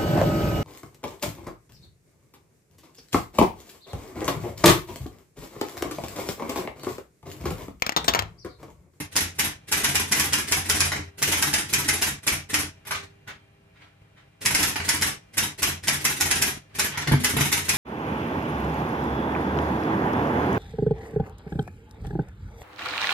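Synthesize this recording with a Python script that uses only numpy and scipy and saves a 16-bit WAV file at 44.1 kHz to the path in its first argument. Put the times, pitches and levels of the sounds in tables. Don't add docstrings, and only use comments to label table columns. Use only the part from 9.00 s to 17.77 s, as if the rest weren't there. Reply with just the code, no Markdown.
import sys
import numpy as np
from scipy import signal
from scipy.fft import rfft, irfft
from scipy.io import wavfile
from scipy.ndimage import uniform_filter1d

SR = 44100
rng = np.random.default_rng(int(sys.argv[2]) if len(sys.argv) > 2 else 0)


def store_pcm(level_fs):
    pcm = np.round(np.clip(level_fs, -1, 1) * 32767).astype(np.int16)
    wavfile.write(sys.argv[1], SR, np.atleast_2d(pcm).T)


def voltage_ratio(level):
    return 10 ** (np.asarray(level, float) / 20)


N = 386757
EXPAND_DB = 11
STEP_S = .041

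# frequency_hz, density_db [dB per Hz]
LINKAGE = [(180, -29), (300, -13.5), (526, -20), (835, -10.5), (1200, -14.5), (1730, -9.5), (3870, -15.5),
           (4420, -21), (5210, -14.5), (6570, -15), (8560, -16), (11300, -10), (15500, -33.5)]
# frequency_hz, likeness [-1 to 1]
LIKENESS = [(60, 1), (130, 0.98), (290, 0.76), (640, -0.13), (1410, -0.0028), (3100, -0.029),
            (6820, -0.028), (15000, 0.1)]


def evened(x):
    return x / np.sqrt(np.mean(x ** 2) + 1e-20)


def read(points, hz):
    f, value = np.transpose(points)
    return np.interp(np.log(hz + 1), np.log(f + 1), value)


def add(mix, s, sound):
    part = mix[max(round(s * SR), 0):][:len(sound)]
    part += sound[:len(part)]


def colour(points, warp=1):
    hz = abs(np.fft.fftfreq(2048, 1 / SR))
    log_gain = np.log(voltage_ratio(np.maximum(read(points, hz / warp), -80)))
    taps = np.fft.ifft(np.exp(np.conj(signal.hilbert(log_gain)))).real[:1024]
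    return taps / np.linalg.norm(taps)


def ring(modes, warp=1):
    longest_s = max(t60 for hz, db, t60 in modes)
    t = np.arange(round(SR * .6 * longest_s) + 64) / SR
    taps = np.zeros(len(t))
    for hz, db, t60 in modes:
        taps += voltage_ratio(db - 60 * t / t60) * np.sin(2 * np.pi * hz * warp * t) / np.sqrt(t60)
    taps = taps * (1 - np.exp(-t / .00012))
    return taps / np.linalg.norm(taps)


def resonate(drive, modes, level_db):
    return voltage_ratio(level_db) * signal.oaconvolve(drive, ring(modes)[None], axes=1)[:, :N]


def pair(a, b, hz):
    # frequency_hz, left_minus_right_db
    left_lean = [(60, 1), (180, 0.5), (550, 0), (1650, 0), (4970, 1.5), (15000, -2.5)]
    same = np.clip(read(LIKENESS, hz), -1, 1)[:, None]
    lean = voltage_ratio(read(left_lean, hz) / 2)[:, None]
    return np.array([a * lean, (same * a + np.sqrt(1 - same ** 2) * b) / lean])


def clatter(db, spread_ms, first, rise_ms=0.11):
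    ms = np.arange(6000) / SR * 1000
    sign, chance, size = rng.random((3, 6000))
    sizes = np.sign(sign - .5) * (chance < .08) * voltage_ratio(-4 * np.log(size + .01))
    shower = sizes * np.exp(-ms / max(spread_ms, .3)) * (1 - np.exp(-ms / max(rise_ms, .1)))
    shower = shower / np.linalg.norm(shower)
    shower[0] = first
    return voltage_ratio(db) * shower


def slow(rate):
    t = np.arange(0, N + 256, 256) / SR
    wave = np.zeros(len(t))
    for f in np.geomspace(rate / 12, rate, 12):
        wave += np.sin(2 * np.pi * (f * t + rng.random())) / np.sqrt(f)
    return np.interp(np.arange(N) / SR, t, evened(wave))


def motor():
    # frequency_hz, level_db
    hum_tones = [(101, -68), (140, -78.5), (199, -84.5), (301, -77), (399, -78), (650, -78), (800, -81.5),
                 (1590, -92), (2385, -79), (2800, -83), (3170, -84.5), (4010, -92)]
    # frequency_hz, density_db [dB per Hz]
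    air_spectrum = [(15, -2.5), (28, 19), (58, -14), (100, -10), (145, -0.5), (300, -23), (530, -16),
                    (700, -20.5), (1250, -22.5), (2400, -22.5), (3400, -30.5), (5000, -35.5), (11000, -41),
                    (16000, -50)]
    frames, hz = N // 256 + 5, np.fft.rfftfreq(1024, 1 / SR)
    a, b, c, d, patches = rng.standard_normal((frames, 513, 5)).T
    patches = evened(uniform_filter1d(uniform_filter1d(patches, 10, 0), 10, 1))
    z = pair(a + 1j * b, c + 1j * d, hz) * voltage_ratio(read(air_spectrum, hz)[:, None] + 0.61 * patches)
    air = voltage_ratio(-58) * evened(signal.istft(z, nperseg=1024, noverlap=768)[1][:, :N])
    turned_s = np.cumsum(1 + .0008 * slow(6)) / SR
    tones = np.zeros((2, N))
    for tone_hz, db in hum_tones:
        lag = np.arccos(np.clip(read(LIKENESS, tone_hz), -1, 1)) * np.array([[.5], [-.5]])
        tones += voltage_ratio(db + 6 + 1.8 * slow(25)) * np.sin(2 * np.pi * (tone_hz * turned_s + rng.random()) + lag)
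    return voltage_ratio(EXPAND_DB) * (air + tones)


def room():
    # delay_ms, left_db, right_db
    reflections = [(0, 7, 8), (2, -1, 2), (4.6, 2.5, 3.5), (6.9, -8, -8), (9.4, -0.5, -1),
                   (14.4, -3.5, -3.5)]
    # frequency_hz, t60_s
    decay_times = [(100, 0.65), (500, 0.28), (2000, 0.31), (6000, 0.31), (12000, 0.18)]
    taps = np.zeros((2, SR // 2))
    at = np.arange(120, SR // 2 - 12, 12) + rng.integers(0, 12, (2, (SR // 2 - 121) // 12))
    np.put_along_axis(taps, at, rng.choice([-1., 1.], at.shape), 1)
    hz, t, z = signal.stft(taps, SR, nperseg=256)
    z = z * voltage_ratio(-60 * t / read(decay_times, hz)[:, None])
    tail = signal.istft(z, SR, nperseg=256)[1]
    early = np.zeros_like(tail)
    for ms, *db in reflections:
        moved = rng.integers(0, 8, 2)
        early[[0, 1], round(ms * SR / 1000) + moved] += voltage_ratio(np.array(db))
    hz = np.fft.rfftfreq(tail.shape[1], 1 / SR)
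    spectra = [rfft(part)[..., None] for part in (early, tail / np.linalg.norm(tail[0]))]
    return [irfft(pair(*z, hz)[..., 0])[:, :SR * 2 // 5] for z in spectra]


def desk_top(drive):
    # frequency_hz, level_db, t60_s
    desk_modes = [(60.7, -20, 0.16), (87.7, 5, 0.59), (144.5, 1, 0.24), (203.4, 0, 0.048), (263, -5, 0.041),
                  (296, -4.5, 0.2), (406.4, -9.5, 0.11)]
    return resonate(drive, desk_modes, 30)


def rustles(send):
    # start_s, level_db, rise_ms, spread_ms
    brushes = [(0.298, -69, 10, 26), (3.79, -49, 11, 36), (4.265, -23, 21, 40), (4.74, -32.5, 30, 33),
               (4.794, -29.5, 25, 34), (4.853, -38, 9.2, 16), (5.156, -30, 16, 25), (7.688, -37, 12, 30),
               (7.899, -18.5, 110, 40)]
    # frequency_hz, density_db [dB per Hz]
    skin = [(180, -47), (300, -20), (892, -12.5), (1490, -8.5), (2250, -8), (2520, -14), (3070, -13.5),
            (11000, -40), (15500, -46)]
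    for s, db, rise_ms, spread_ms in brushes:
        send(s, clatter(db + 6, spread_ms, first=0, rise_ms=rise_ms), colour(skin))


def shift_basket():
    # start_s, level_db
    landings = [(8.07, -18), (8.084, -12), (8.115, -7), (8.137, -4.5), (8.297, -27.5), (8.338, -22),
                (8.367, -7), (8.409, -11.5)]
    # frequency_hz, level_db, t60_s
    basket_modes = [(67.4, -19.5, 0.12), (140.4, 2.5, 0.14), (249, -5.5, 0.73), (316, -11, 0.032),
                    (431, -15, 0.15), (680, -23, 0.03), (885, -14.5, 0.031)]
    drive = np.zeros((2, N))
    for k, (s, db) in enumerate(landings):
        add(drive[k % 2], s, clatter(db, 4, first=2.38))
    return resonate(drive, basket_modes, 16)


def knocks():
    # start_s, clatter_db, dullness [0-1],
    # desk_thud_db
    stray = [(0.0014, -20, 0.04, -17.5), (1.9896, -38.5, 0.7, -16.5), (2.0407, -48, 0.2, -33),
             (2.65, -47, 0.5, -44), (3.851, -30.5, 0.66, -59), (3.869, -24, 0.05, -49),
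             (4.0298, -31, 0.9, -30), (4.2752, -29.5, 0.83, -52), (4.8, -63, 0.6, -45.5),
             (5.1321, -63, 0.34, -53), (7.5694, -37.5, 0.1, -26.5), (8.073, -13.5, 0.73, -24),
             (8.1182, -12.5, 0.6, -6.5), (8.1365, -34.5, 0, -14.5), (8.1995, -40, 0.4, -13),
             (8.299, -39, 0.86, -36), (8.3368, -24.5, 0.5, -8.5), (8.3658, -12, 0.1, -29),
             (8.3844, -15, 0.8, -15), (8.4594, -27, 0, -18.5)]
    # start_s, clatter_db, desk_thud_db of the carriage step
    spaces = [(1.918, -13.5, -20), (3.9086, -13.5, -27.5), (5.7572, -14, -18), (7.9739, -14, -21)]
    bars = [(s, db, .65, thud_db - 1.5) for s, db, thud_db in spaces]
    steps = [(s + STEP_S, db - 6, .93, thud_db) for s, db, thud_db in spaces]
    return sorted(stray + bars + steps)


def knocking(send, desk):
    # frequency_hz, density_db [dB per Hz]
    dull = [(180, -36.5), (300, -12.5), (756, -1), (1870, 3.5), (2100, 6.5), (2790, -4), (8420, -5),
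            (11300, -35), (15500, -58)]
    # frequency_hz, level_db, t60_s
    bar_modes = [(398, 0, 2.2)]
    drive = np.zeros((2, N))
    for k, (s, db, dullness, thud_db) in enumerate(knocks()):
        share = np.clip(dullness, 0, 1)
        body = np.sqrt(1 - share) * colour(LINKAGE) + np.sqrt(share) * colour(dull)
        send(s, clatter(db + 6.5, 3.9, first=.3, rise_ms=0.88), body)
        add(desk[k % 2], s, clatter(thud_db - 10, 11, first=0.32))
        add(drive[k % 2], s, [voltage_ratio(db) * share])
    return resonate(drive, bar_modes, 9)


def letters(send, desk):
    # blow_s, blow_db, key_press_db
    strokes = [(0.1654, -1, -22.5), (0.3957, -6.5, -29.5), (0.725, -3.5, -21), (0.8441, -5, -13),
               (0.9552, -4.5, -20), (1.1227, -2, -20), (1.1987, -4, -12), (1.334, -3, -22),
               (1.5225, -2.5, -12.5), (1.6987, -2, -15), (1.8062, 0, -10.5), (2.2277, -4, -20),
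               (2.3241, -9.5, -9), (2.4258, -4, -19), (2.5395, -4, -22), (2.7374, -2.5, -16.5),
               (2.8886, -4, -13.5), (3.0233, -6.5, -18), (3.2768, -4.5, -23.5), (3.5427, -5, -15.5),
               (5.4603, -3, -17.5), (5.5492, -3.5, -16), (5.6313, -4.5, -8), (5.891, -1.5, -14),
                     (6.0225, -6, -24.5), (6.3807, -3, -24), (6.6303, -3.5, -17), (6.8826, -2.5, -17.5),
                     (7.0524, -3, -17.5), (7.2105, -4, -15), (7.3129, -4, -19), (7.4237, -1.5, -16),
                     (7.796, -6, -18), (8.246, -3.5, -17.5), (8.4105, -13, -26), (8.5269, -4.5, -21),
                     (8.693, -2.5, -16.5)]
    # frequency_hz, level_db, t60_s
    crack_modes = [(2600, -9, .004), (5600, 0, .0022), (7000, 0, .0022), (10500, -2, .002)]
    # frequency_hz, density_db [dB per Hz]
    slug = [(180, -27), (300, -21.5), (641, -13.5), (2150, 5.5), (4280, -7), (5570, -3.5), (6460, 0),
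            (7250, -25.5), (8560, -8.5), (11100, -5.5), (12100, -24), (14000, -10.5), (15500, -26)]
    # frequency_hz, density_db [dB per Hz]
    key = [(180, -22.5), (300, -3.5), (600, -18.5), (1200, -18), (1900, -8.5), (3200, -14.5), (7500, -15.5),
           (9500, -13), (13800, -23), (16000, -29)]
    key_s, trip_s, cam_s, blow_s, rest_s = -.0535, -.0455, -.0115, -.0004, .083
    thud_db = -27.5
    for k, (s, blow_db, key_db) in enumerate(strokes):
        near, far = desk[k % 2], desk[1 - k % 2]
        size = 1 + .04 * rng.uniform(-1, 1)
        slack_s = .003 * rng.uniform(-1, 1)
        cam_db = min(-6.5 - blow_db, -5.5)
        send(s + key_s, clatter(key_db - 8, 5, first=.3, rise_ms=1.2), colour(key, size))
        send(s + trip_s, clatter(key_db + 1.5, 10.5, first=.4, rise_ms=.8), colour(key, size))
        send(s + cam_s, clatter(cam_db + 3, 13, first=.03, rise_ms=4), colour(LINKAGE, size))
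        add(near, s + cam_s, clatter(thud_db + 1, 46, first=0.32))
        send(s + blow_s, [voltage_ratio(blow_db + 5)], ring(crack_modes, size), wet_db=5.5)
        send(s + blow_s, clatter(-2.5 + .13 * blow_db, 4.6, first=0.0105), colour(slug, size))
        send(s + STEP_S + slack_s, clatter(-5, 15, first=.15, rise_ms=1.5), colour(LINKAGE, size))
        add(near, s + STEP_S, clatter(thud_db, 20, first=0.46, rise_ms=3.5))
        add(far, s + rest_s, clatter(thud_db - 6, 23.3, first=0.13, rise_ms=6.5))


def typewriter():
    heard, desk = np.zeros((N, 2)), np.zeros((2, N))
    spots = [room() for k in range(10)]

    def send(s, drive, body, wet_db=14.5):
        early, tail = spots[rng.integers(len(spots))]
        struck = np.convolve(drive, body)[None]
        add(heard, s, signal.fftconvolve(struck, early + voltage_ratio(wet_db) * tail, axes=1).T)

    rustles(send)
    ends = shift_basket() + knocking(send, desk)
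    letters(send, desk)
    a, b = ends + desk_top(desk)
    apart = signal.lfilter(*signal.butter(2, 400, "high", fs=SR), a - b)
    return heard.T + a + b + apart * np.array([[.9], [-.9]])


def scene():
    return voltage_ratio(-4.5) * typewriter() + motor()


def held(power_db, fall_db_per_s):
    fall = np.arange(N) * fall_db_per_s / SR
    return np.maximum.accumulate(power_db + fall) - fall


def top_cut(x):
    return signal.sosfilt(signal.butter(12, 16480, fs=SR, output="sos"), x)


def record(dry):
    dry = signal.sosfilt(signal.butter(2, 70, "high", fs=SR, output="sos"), dry)
    dry = signal.sosfilt(signal.cheby1(12, .5, 15400, fs=SR, output="sos"), dry)
    power_db = 10 * np.log10(abs(uniform_filter1d((dry ** 2).mean(0), 600)) + 1e-12)
    cut_db = np.clip(1.76 * (-39 - held(power_db, 250.)), 0, EXPAND_DB)
    cut_db *= 1 - 0.012 * np.clip(held(power_db, 39.0) + 55.0, 0, 40)
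    out = dry / voltage_ratio(uniform_filter1d(cut_db, 300))
    out = 1.15 * np.tanh(out / 1.15)
    return top_cut(out)


dry = scene()
out = record(dry)
store_pcm(out)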